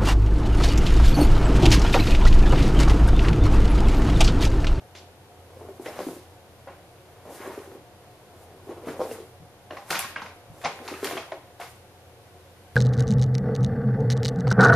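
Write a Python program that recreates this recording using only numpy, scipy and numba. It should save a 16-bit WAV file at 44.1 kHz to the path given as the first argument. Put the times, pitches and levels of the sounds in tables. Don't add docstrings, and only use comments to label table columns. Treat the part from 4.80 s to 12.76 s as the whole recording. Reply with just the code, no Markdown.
import sys
import numpy as np
from scipy import signal
from scipy.fft import rfft, irfft, next_fast_len
from scipy.io import wavfile
from scipy.ndimage import uniform_filter1d
from numba import njit

SR = 44100
rng = np.random.default_rng(int(sys.argv[2]) if len(sys.argv) > 2 else 0)


def volts_from_db(level):
    exponent = np.asarray(level, float) / 20
    return 10 ** exponent


def wav_record(signal):
    frames = np.transpose(np.atleast_2d(signal))
    bounded = np.clip(frames, -1, 1)
    quanta = np.round(bounded * 32767).astype(np.int16)
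    wavfile.write(sys.argv[1], SR, quanta)


N = 350947

# frequency in Hz, density in dB per Hz.
HOUSE_SPECTRUM = [(12, -56), (20, -17), (59, -15.5), (91, -3), (146, -9), (233, -14.5), (260, -16),
                  (290, -10.5), (472, -13), (728, -11.5), (857, -14.5), (1500, -24.5), (1950, -53),
                  (3300, -120)]
# frequency in Hz, density in dB per Hz.
HISS_SPECTRUM = [(900, -22), (1500, 0), (2500, -4), (4500, -8.5), (7000, -11.5), (10000, -9.5),
                 (13000, -12), (15000, -18)]
# frequency in Hz, density in dB per Hz.
HOUSE_SIDE_SPECTRUM = [(12, -40), (20, -14), (89, -1), (180, -6), (540, -6.5), (2410, -10.5), (3340, -10),
                       (4180, -13), (7800, -19), (10100, -46), (17200, -120)]
HOUSE_DB, HISS_DB, HOUSE_SIDE_DB = -50.5, -60.5, -60
# frequency in Hz, width in Hz, level in dB.
HUM_MODES = [(87.96, 2.75, -58.5), (120.2, 6, -62), (372.4, 11.7, -65.5), (480, 51, -62),
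             (551.8, 22, -64.5), (715.8, 24, -62)]

# peak in seconds, level in dB, panel pitch in Hz, rise in seconds, fall in seconds.
LEANS = [(.15, -49.5, 570, .005, 0.23), (.752, -45.5, 416, 0.1, 3.9), (1.06, -36.5, 480, 0.012, 0.65),
         (1.14, -36.5, 447, .05, 1.4), (1.23, -43, 520, .03, 0.068), (1.27, -41, 436, 0.011, 0.31),
         (1.88, -34, 540, 0.0056, 0.05), (2.5, -43.5, 454, 0.13, 2.5), (2.668, -38.5, 500, 0.29, 0.34),
         (2.958, -46, 382, 0.23, 0.094), (3.91, -39, 425, 0.086, 0.6), (4.075, -32.5, 407, 0.012, 0.098),
         (4.21, -30.5, 500, .02, 0.19), (4.3, -37.5, 425, 0.88, 0.17), (4.905, -44, 610, 0.0056, .6),
         (5.106, -32, 600, 0.0043, 2.5), (5.16, -33.5, 680, 0.094, 0.19), (5.358, -38.5, 533, .01, 0.28),
         (5.854, -18, 670, 0.018, 0.055), (6.062, -44.5, 490, 0.66, 1.5), (6.135, -40, 412, 0.3, 0.14),
         (6.229, -36, 410, .005, 2.5), (6.3, -38, 447, .05, 1.7), (6.399, -38.5, 596, .1, 0.15),
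         (6.522, -38, 560, 0.0064, 0.12), (6.8, -39, 690, 0.0037, 0.11)]
# peak in seconds, level in dB, brightness in dB, rise in seconds, fall in seconds.
CRUMPLES = [(.152, -53, 11.5, 0.003, 0.3), (.168, -53, 10.5, .02, 0.08), (1.062, -39, -10, 0.036, 0.1),
            (1.13, -46, -5, .05, .3), (1.175, -42, -6, .06, 0.11), (1.2, -43, -3, .02, 0.17),
            (1.27, -51, 2, .05, 0.22), (1.885, -44.5, -22, 0.017, 0.12), (2.534, -52.5, -2, 0.14, 1.5),
            (2.668, -42, -10, 0.25, 0.27), (3.91, -52, -7, 0.043, 0.063), (4.09, -39, -9.5, 0.05, 0.11),
            (4.212, -51, 7, 0.045, 0.15), (4.328, -46, -7, 0.12, 0.18), (4.908, -44.5, -10, 0.0058, 0.21),
            (4.971, -44.5, -3, 0.006, 0.087), (5.108, -30.5, -2.5, .005, 1.5),
            (5.153, -27, -1.5, 0.051, 0.095), (5.2, -32.5, -2, .05, 0.16),
            (5.362, -32.5, -15, 0.0046, 0.11), (5.421, -39, -6, 0.0089, 0.12),
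            (5.462, -43.5, -5.5, 0.0053, 0.11), (5.816, -45.5, -4.5, .004, 1.5),
            (5.842, -37, 1.5, 0.0037, .5), (5.85, -30.5, 1, 0.01, 0.091), (6.06, -44.5, -8, .05, .3),
            (6.079, -36.5, -1, 0.006, 0.16), (6.14, -39, -5, .03, .12), (6.2, -47, -8, .05, .5),
            (6.25, -35, -2, 0.044, 0.46), (6.312, -37.5, -3.5, .008, 0.26), (6.378, -37, -3.5, .02, 0.13),
            (6.519, -41, -7, 0.0042, 0.057), (6.812, -39.5, -4.5, .02, .12)]
# peak in seconds, level in dB, rise in seconds, fall in seconds.
BRUSHES = [(.15, -65, .005, .2), (.75, -61, .1, 3.8), (1.065, -46.5, 0.11, .25), (1.19, -46, 0.14, .4),
           (1.27, -43, .02, 0.19), (2.534, -46.5, 0.086, 0.64), (2.958, -66, .1, .1),
           (3.632, -57.5, 0.23, .08), (3.91, -56.5, .1, 0.14), (4.08, -47.5, 0.055, .18),
           (4.212, -48.5, 0.05, 1.2), (4.328, -47, 0.43, 0.2), (4.93, -57.5, .04, 1.2),
           (5.09, -49.5, 0.062, 1.2), (5.105, -29, 0.0056, 0.13), (5.195, -35.5, .04, 0.16),
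           (5.434, -56, 0.16, 0.27), (5.83, -49, 0.12, 0.22), (6.077, -49, 0.24, 2.7),
           (6.247, -36, 0.041, 0.21), (6.803, -48, .006, .3), (6.83, -48.5, 0.04, 0.21)]
# centre in Hz, width in Hz.
RUB_BANDS = [(1400, 1030), (3500, 3230), (9500, 6700)]
SWING_DB = 20
BRUSH_SPILL_DB = -6
FACET_HZ, FACET_SPREAD_DB, FACET_DB = 1585, 3, -9
FACET_S = 1 / 45

# start in seconds, peak in dB, crease pitch in Hz, upper band and top band in relative dB.
SNAPS = [(0.1508, -34, 2780, -4, -26), (1.0596, -23, 1880, -9, -23), (2.9168, -41, 1390, -16, -16),
         (4.085, -27, 1460, -7, -24), (4.31, -33, 1270, -2, -17), (5.1045, -11.5, 1560, 0.5, -5),
         (5.1546, -12, 2370, -18, -10), (5.192, -16, 2850, -12, 5), (5.251, -25, 1150, -14, -12),
         (5.422, -27, 1500, -4, -25), (5.8152, -31, 1570, -14, -9), (5.8463, -20, 2110, 6, -25),
         (6.079, -27, 1330, 6.5, -8), (6.244, -13, 1450, -0.5, -0.5), (6.3757, -18.5, 2700, -21, -25),
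         (6.5205, -23.5, 1890, -10, -26), (2.79, -34.5, 2000, -1, -12), (6.799, -36, 1720, -2.5, -16),
         (6.814, -23, 1830, -15, -31)]
# start in seconds, peak in dB, pitch in Hz, upper band and top band in relative dB.
TICKS = [(.1515, -33, 2900, -2, -18), (.1605, -36, 2300, 0.1, -18), (.1665, -36, 3300, 0.1, -18),
         (1.1909, -27, 2200, 2, -12), (2.6191, -37, 1500, -6, -12), (2.6406, -30, 1350, -8, -16),
         (3.8937, -41, 1300, -6, -13), (4.2155, -36, 1900, -8, -16), (4.9082, -32, 2880, -9, -28),
         (4.9684, -33, 1100, -9, -22), (5.107, -10, 2700, -1, -10), (5.1455, -19, 1100, -1, -14),
         (5.15, -16, 1390, -1, -14), (5.1537, -16, 1500, -1, -14), (5.16, -21, 2000, -3, -14),
         (5.1918, -16, 2850, 0.1, 12), (5.227, -18, 2400, -1, -8), (5.4187, -19.5, 1000, -5, -20),
         (5.9902, -26, 1300, -9, -16), (6.078, -20, 2400, 1, -12), (6.2287, -26, 1460, -6, -10),
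         (6.2468, -16, 2200, -4, -10), (6.2544, -22, 1600, 1, -10), (6.271, -21, 1500, 4, -10),
         (6.31, -21, 1200, -7, -16), (6.375, -26, 3200, -3, -24), (6.52, -28, 2900, -5, -25),
         (2.9165, -36, 1500, -6, -16), (5.8155, -35, 2000, -2, -12), (6.8, -33, 1300, -3, -12)]
# start in seconds, peak in dB, fold pitch in Hz.
FOLDS = [(1.875, -38, 1450), (4.9078, -26.5, 1790), (4.9694, -27, 1950), (5.1287, -19, 1470),
         (5.3603, -22, 1700), (5.461, -27, 2200), (5.8487, -28, 1630), (5.854, -14, 2210),
         (6.2664, -19.5, 2330), (6.3087, -29, 1820), (6.368, -19, 1270)]
FOLD_UPPER_DB, FOLD_TOP_DB = -32, -32
CRACK_S, TICK_S, FOLD_S = 0.0041, 0.0011, 0.0081

# start in seconds, peak in dB, pitch in Hz.
CHIMES = [(.1515, -51, 1600), (.152, -46, 2150), (.152, -48, 2800), (.1525, -46, 3400), (1.058, -38, 2050),
          (1.074, -35, 2050), (1.875, -42, 1480), (4.09, -34, 1470), (4.1, -41, 2000), (4.909, -40, 2870),
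          (4.97, -35.5, 1020), (5.128, -25, 1450), (5.244, -28.5, 1080), (5.36, -24.5, 1610),
          (5.361, -29, 2190), (5.461, -41, 2100), (6.138, -32.5, 1290), (6.374, -27, 3200)]
# start in seconds, peak in dB, panel pitch in Hz.
FREE_POPS = [(.816, -32, 422), (.887, -30.5, 390), (.997, -27.5, 365), (1.06, -27, 446), (1.268, -23, 305),
             (1.276, -27.5, 335), (1.228, -32, 550), (1.287, -22.5, 453), (1.365, -35, 366),
             (2.454, -39, 590), (2.875, -34, 380), (3.87, -34.5, 392), (4.222, -21.5, 520),
             (4.036, -34, 480), (4.386, -32.5, 447), (4.911, -33, 593), (5.843, -30.5, 690),
             (6.014, -34, 480), (6.114, -30, 347), (6.37, -23.5, 662), (6.33, -27, 376), (6.531, -30, 548),
             (6.548, -39, 610), (6.571, -41, 616), (4.929, -29.5, 547), (4.984, -36, 804), (.153, -40, 655),
             (2.84, -39, 560), (6.0, -37, 250)]
# start in seconds, peak in dB, panel pitch in Hz.
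HELD_POPS = [(.769, -35.5, 503), (1.083, -31, 610), (1.302, -40, 420), (1.318, -44, 400), (1.873, -30, 537),
             (2.495, -36.5, 593), (2.602, -32.5, 386), (2.675, -26.5, 370), (2.777, -24.5, 420),
             (2.916, -35, 480), (3.892, -27, 360), (4.046, -40, 406), (4.07, -25, 350), (4.083, -22.5, 307),
             (4.313, -21.5, 454), (4.401, -31.5, 353), (4.97, -35, 740), (5.108, -29.5, 393),
             (5.42, -29.5, 846), (5.857, -16, 728), (6.1255, -24, 392), (6.229, -20, 396), (6.34, -35, 393),
             (6.799, -30.5, 713), (6.813, -33, 606)]
# start in seconds, peak in dB, panel pitch in Hz.
KNOCKS = [(1.0645, -29.5, 520), (2.462, -37, 450), (2.508, -35.5, 520), (2.648, -32, 500),
          (2.706, -36, 900), (2.95, -34, 330), (1.1905, -20, 537), (1.2035, -21, 475), (1.209, -22.5, 480),
          (4.194, -20.5, 480), (4.204, -16, 504), (4.209, -19.5, 530), (4.2155, -14.5, 514),
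          (4.252, -27, 520), (4.908, -31.5, 600), (5.111, -23, 704), (5.8415, -30, 720),
          (5.862, -21.5, 806), (6.085, -30, 910), (6.311, -23, 680), (6.321, -30, 480), (6.354, -29.5, 370),
          (6.381, -24, 740), (6.5205, -22, 613)]
CHIME_T60_S, CHIME_PUSH_S = 0.029, 0.002
FREE_T60_S, FREE_PUSH_S = 0.093, 0.0046
HELD_T60_S, HELD_PUSH_S = 0.038, 0.0046
KNOCK_T60_S, KNOCK_PUSH_S = 0.023, 0.0026
# frequency in Hz, width in Hz, level in dB.
WALL_MODES = [(520, 38, -21.5), (788, 26, -6), (1058, 85, -2), (1450, 19, -8), (2210, 70, -9.5),
              (2870, 89, -26)]

# start in seconds, peak in dB, pitch in Hz, length in seconds.
SQUEAKS = [
    (1.062, -46, 5400, .045),
    (4.308, -42, 2750, .014),
]
# start in seconds, peak in dB, pitch in Hz.
THUDS = [(1.267, -41, 280), (2.599, -55, 220), (5.104, -46, 176), (5.16, -48, 205), (4.6, -50, 165),
         (5.9, -55, 190), (5.36, -53, 213), (1.19, -48, 202), (5.42, -50.5, 210), (2.46, -52.5, 220),
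         (1.29, -52, 190), (4.194, -43, 220), (5.849, -46, 152), (5.25, -52, 230), (5.7, -46, 129)]

# frequency in Hz, decay time T60 in seconds, tail against direct sound in dB.
ROOM = [(154, 0.22, -1), (396, 0.16, -7), (870, 0.47, -9), (2700, 0.63, -9), (5660, 0.11, -12),
        (10700, 0.082, -5.5)]
# frequency in Hz, level against the sum in dB.
BAG_SIDE = [(100, 2), (300, -24), (700, -18), (1300, -2.5), (2400, 1), (4400, 5.5), (7000, 6), (9000, -1),
            (12000, -4)]

# frequency in Hz, level in dB.
MASK = [(7000, -55), (7900, -3.5), (8300, -54), (11000, -23), (13500, -27), (14600, -16.5), (15250, 12)]
# frequency in Hz, share from 0 to 1.
SPECKS = [(8000, .6), (9600, .35), (11500, .1), (13000, .8), (14800, .9)]
STEREO_GATE_DB = -64
TOP_HZ, SEAM_HZ = 15150, 7950


def level(x, db):
    return x * volts_from_db(db) / np.sqrt(np.mean(x ** 2))


def ring(x, hz, width_hz):
    return signal.lfilter(*signal.iirpeak(hz, hz / width_hz, fs=SR), x)


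def colour(x, points):
    hz, db = np.transpose(points)
    size = next_fast_len(len(x))
    f = np.maximum(np.arange(size // 2 + 1) * SR / size, 1)
    gain = volts_from_db(np.interp(np.log(f), np.log(hz), db))
    return irfft(rfft(x, size) * gain, size)[:len(x)]


def walk(rate):
    k = int(SR / rate)
    steps = np.repeat(rng.standard_normal(N // k + 1), k)
    return 1.3 * uniform_filter1d(uniform_filter1d(steps, k), k)[:N]


def add(out, s, grain, peak_db):
    i = int(s * SR)
    grain = grain[:N - i]
    out[i:i + len(grain)] += grain * volts_from_db(peak_db) / np.abs(grain).max()


def house():
    rumble = level(colour(rng.standard_normal(N), HOUSE_SPECTRUM), HOUSE_DB - 2.5)
    hiss = level(colour(rng.standard_normal(N), HISS_SPECTRUM), HISS_DB)
    mid = rumble * volts_from_db(.5 * walk(2.02)) + hiss * volts_from_db(.5 * walk(4.0))
    for hz, width, db in HUM_MODES:
        mode = ring(ring(rng.standard_normal(N), hz, width), hz, 2 * width)
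        mid = mid + level(mode, db)
    side = level(colour(rng.standard_normal(N), HOUSE_SIDE_SPECTRUM), HOUSE_SIDE_DB)
    return mid, side


def moves(rows):
    t = np.arange(N) / SR
    db, tint = np.full(N, -200.), np.full(N, 1. * rows[0][2])
    for row in rows:
        rise, fall = row[-2], row[-1]
        late = t - row[0]
        own = row[1] - SWING_DB * np.where(late < 0, -late / rise, late / fall)
        wins = (late >= 0) | (own > db)
        db[wins], tint[wins] = own[wins], row[2]
    return db, tint


@njit
def glide(x, hz, damping):
    y, b, l = np.empty(len(x)), 0., 0.
    for i in range(len(x)):
        g = np.tan(np.pi * hz[i] / SR)
        v = (b + g * (x[i] - l)) / (1 + g * (g + damping))
        b, l, y[i] = 2 * v - b, l + 2 * g * v, damping * v
    return y


def crackle(per_s, spread_db):
    out, where = np.zeros(N), rng.random(N)
    hit = where < per_s / SR
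    out[hit] = volts_from_db(-spread_db * np.log(1e-4 + where[hit] * SR / per_s))
    return out * rng.choice([-1., 1.], N)


def facets():
    hold = int(FACET_S * SR)
    pitch = np.repeat(rng.standard_normal(N // hold + 1), hold)[:N]
    hz = np.clip(FACET_HZ * volts_from_db(FACET_SPREAD_DB * pitch), 500, 6000)
    tones = glide(glide(crackle(1200, 1.7), hz, 0.13), hz, 0.54) / np.sqrt(hz)
    return level(tones, FACET_DB)


def rubbing():
    lean_db, lean_hz = moves(LEANS)
    crumple_db, bright_db = moves(CRUMPLES)
    brush_db, _ = moves(BRUSHES)
    low_gain = volts_from_db(crumple_db)
    upper_gain = np.hypot(volts_from_db(crumple_db + bright_db), volts_from_db(brush_db + BRUSH_SPILL_DB))
    gains = [low_gain, upper_gain, volts_from_db(brush_db)]
    shared = level(crackle(300, 1.9), 0)
    slips = 0.45 * shared + level(crackle(900, 1.5), 0)
    boom = glide(glide(slips, lean_hz, 1.0), lean_hz, 1.43) / np.sqrt(lean_hz)
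    out = level(boom, -4.0) * volts_from_db(lean_db + 2.3 * walk(30))
    for gain, (hz, width) in zip(gains, RUB_BANDS):
        slips = 0.29 * shared + level(crackle(1.5 * hz, 1.25), 0)
        band = ring(ring(ring(slips, hz, 1.33 * width), hz, 1.85 * width), hz, 2.1 * width)
        out += level(band, -5.0) * gain * volts_from_db(1.5 * walk(60))
    return out + facets() * low_gain


def snaps():
    out, t = np.zeros(N), np.arange(2048) / SR
    rows = [(*snap, CRACK_S) for snap in SNAPS]
    rows += [(*fold, FOLD_UPPER_DB, FOLD_TOP_DB, FOLD_S) for fold in FOLDS]
    rows += [(*tick, TICK_S) for tick in TICKS]
    for s, db, hz, upper_db, top_db, length in rows:
        crack = rng.standard_normal(len(t)) * np.exp(-t / length)
        fold = ring(crack, hz, .35 * hz) + .5 * ring(crack, 2200, 2400)
        fold = ring(ring(fold, hz, 0.81 * hz), 1300, 3900)
        upper = ring(ring(ring(crack, 4300, 2000), 4600, 3000), 5600, 3800)
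        top = ring(ring(crack, 9700, 6000), 10700, 7000)
        add(out, s, fold, db - 8.0)
        add(out, s, upper, db + upper_db - 11.5)
        add(out, s, top, db + top_db - 10.0)
    return out


def pops(rows, t60, push):
    out, t = np.zeros(N), np.arange(4096) / SR
    width = np.log(1000) / np.pi / t60
    for s, db, hz in rows:
        force = rng.standard_normal(len(t)) * np.exp(-t / push)
        force[0] += 14
        panel = ring(force, hz, width)
        neighbour = 0.27 * ring(force, 1.48 * hz, 2.4 * width)
        bag_air = .5 * ring(force, 319, 140)
        body = panel + neighbour + bag_air
        add(out, s, ring(ring(body, hz, 0.66 * hz), hz, 2.8 * hz), db - 0.5)
    return out


def walls(x):
    return x + sum(volts_from_db(db) * ring(x, hz, width) for hz, width, db in WALL_MODES)


def squeaks():
    out = np.zeros(N)
    for s, db, hz, length in SQUEAKS:
        shape = np.hanning(int(length * SR))
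        whistle = ring(ring(rng.standard_normal(4096), hz, 90), hz, 200)
        add(out, s, whistle[-len(shape):] * shape, db)
    return out


def thuds():
    out, t = np.zeros(N), np.arange(8192) / SR
    for s, db, hz in THUDS:
        add(out, s, np.sin(2 * np.pi * hz * t) * np.exp(-t / 0.012), db + 8.5)
    return out


def room_tail(gap):
    t = np.arange(SR // 2) / SR
    tail = 0
    for hz, t60, db in ROOM:
        fade = np.clip((t - gap) / 0.0014, 0, 1) * np.exp(-np.log(1000) * t / t60)
        band = ring(rng.standard_normal(len(t)), hz, 0.77 * hz)
        tail = tail + band * fade * volts_from_db(db) / np.sqrt(np.sum(fade ** 2))
    return tail


def scene():
    paper = rubbing() + snaps()
    paper += pops(CHIMES, CHIME_T60_S, CHIME_PUSH_S)
    paper += pops(FREE_POPS, FREE_T60_S, FREE_PUSH_S)
    paper += pops(HELD_POPS, HELD_T60_S, HELD_PUSH_S)
    paper += pops(KNOCKS, KNOCK_T60_S, KNOCK_PUSH_S)
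    bag = walls(paper) + squeaks() + thuds()
    mid = bag + signal.fftconvolve(bag, room_tail(0.008))[:N]
    side = colour(signal.fftconvolve(bag, room_tail(0.00017))[:N], BAG_SIDE)
    air_mid, air_side = house()
    mid, side = mid + air_mid, side + air_side
    return np.array([(mid + side) * volts_from_db(-0.23), (mid - side) * volts_from_db(-0.68)])


def thin_treble(mid, side):
    hz, _, z = signal.stft([mid, side], SR, nperseg=2048)
    hz = hz[:-1]
    power = np.abs(z[:, :1024]) ** 2
    band = np.repeat(power.reshape(2, 64, 16, -1).mean(axis=2), 16, axis=1)
    midrange = power[0, (hz > 1000) & (hz < 6000)].mean(axis=0)
    mask = volts_from_db(np.interp(hz, *np.transpose(MASK), left=-200))[:, None] ** 2 * midrange
    stereo = np.where(hz > SEAM_HZ, volts_from_db(2 * STEREO_GATE_DB), 1e-30)[:, None]
    z[:, :-1] *= np.clip(band / np.array([mask, stereo + 0 * mask]), 0, 1) ** 4
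    share = np.interp(hz, *np.transpose(SPECKS), left=0)[:, None]
    speckled = np.repeat(rng.random(band[0, ::16].shape), 16, axis=0) < share
    sign = rng.choice([-1, 1], speckled.shape)
    sparse = rng.random(speckled.shape) < .15
    z[1, :-1] += 1.27 * z[0, :-1] * speckled * sign * sparse
    return signal.istft(z, SR, nperseg=2048)[1][:, :N]


def low_pass(x):
    return signal.sosfilt(signal.butter(12, 15940, fs=SR, output="sos"), x)


def record(dry):
    dry = signal.sosfilt(signal.ellip(10, .3, 80, TOP_HZ, fs=SR, output="sos"), dry)
    mid, side = (dry[0] + dry[1]) / 2, (dry[0] - dry[1]) / 2
    dipped = mid - 0.55 * ring(mid, SEAM_HZ, 240)
    mid, side = thin_treble(dipped, side)
    return low_pass(np.array([mid + side, mid - side]))


dry = scene()
out = record(dry)
wav_record(out)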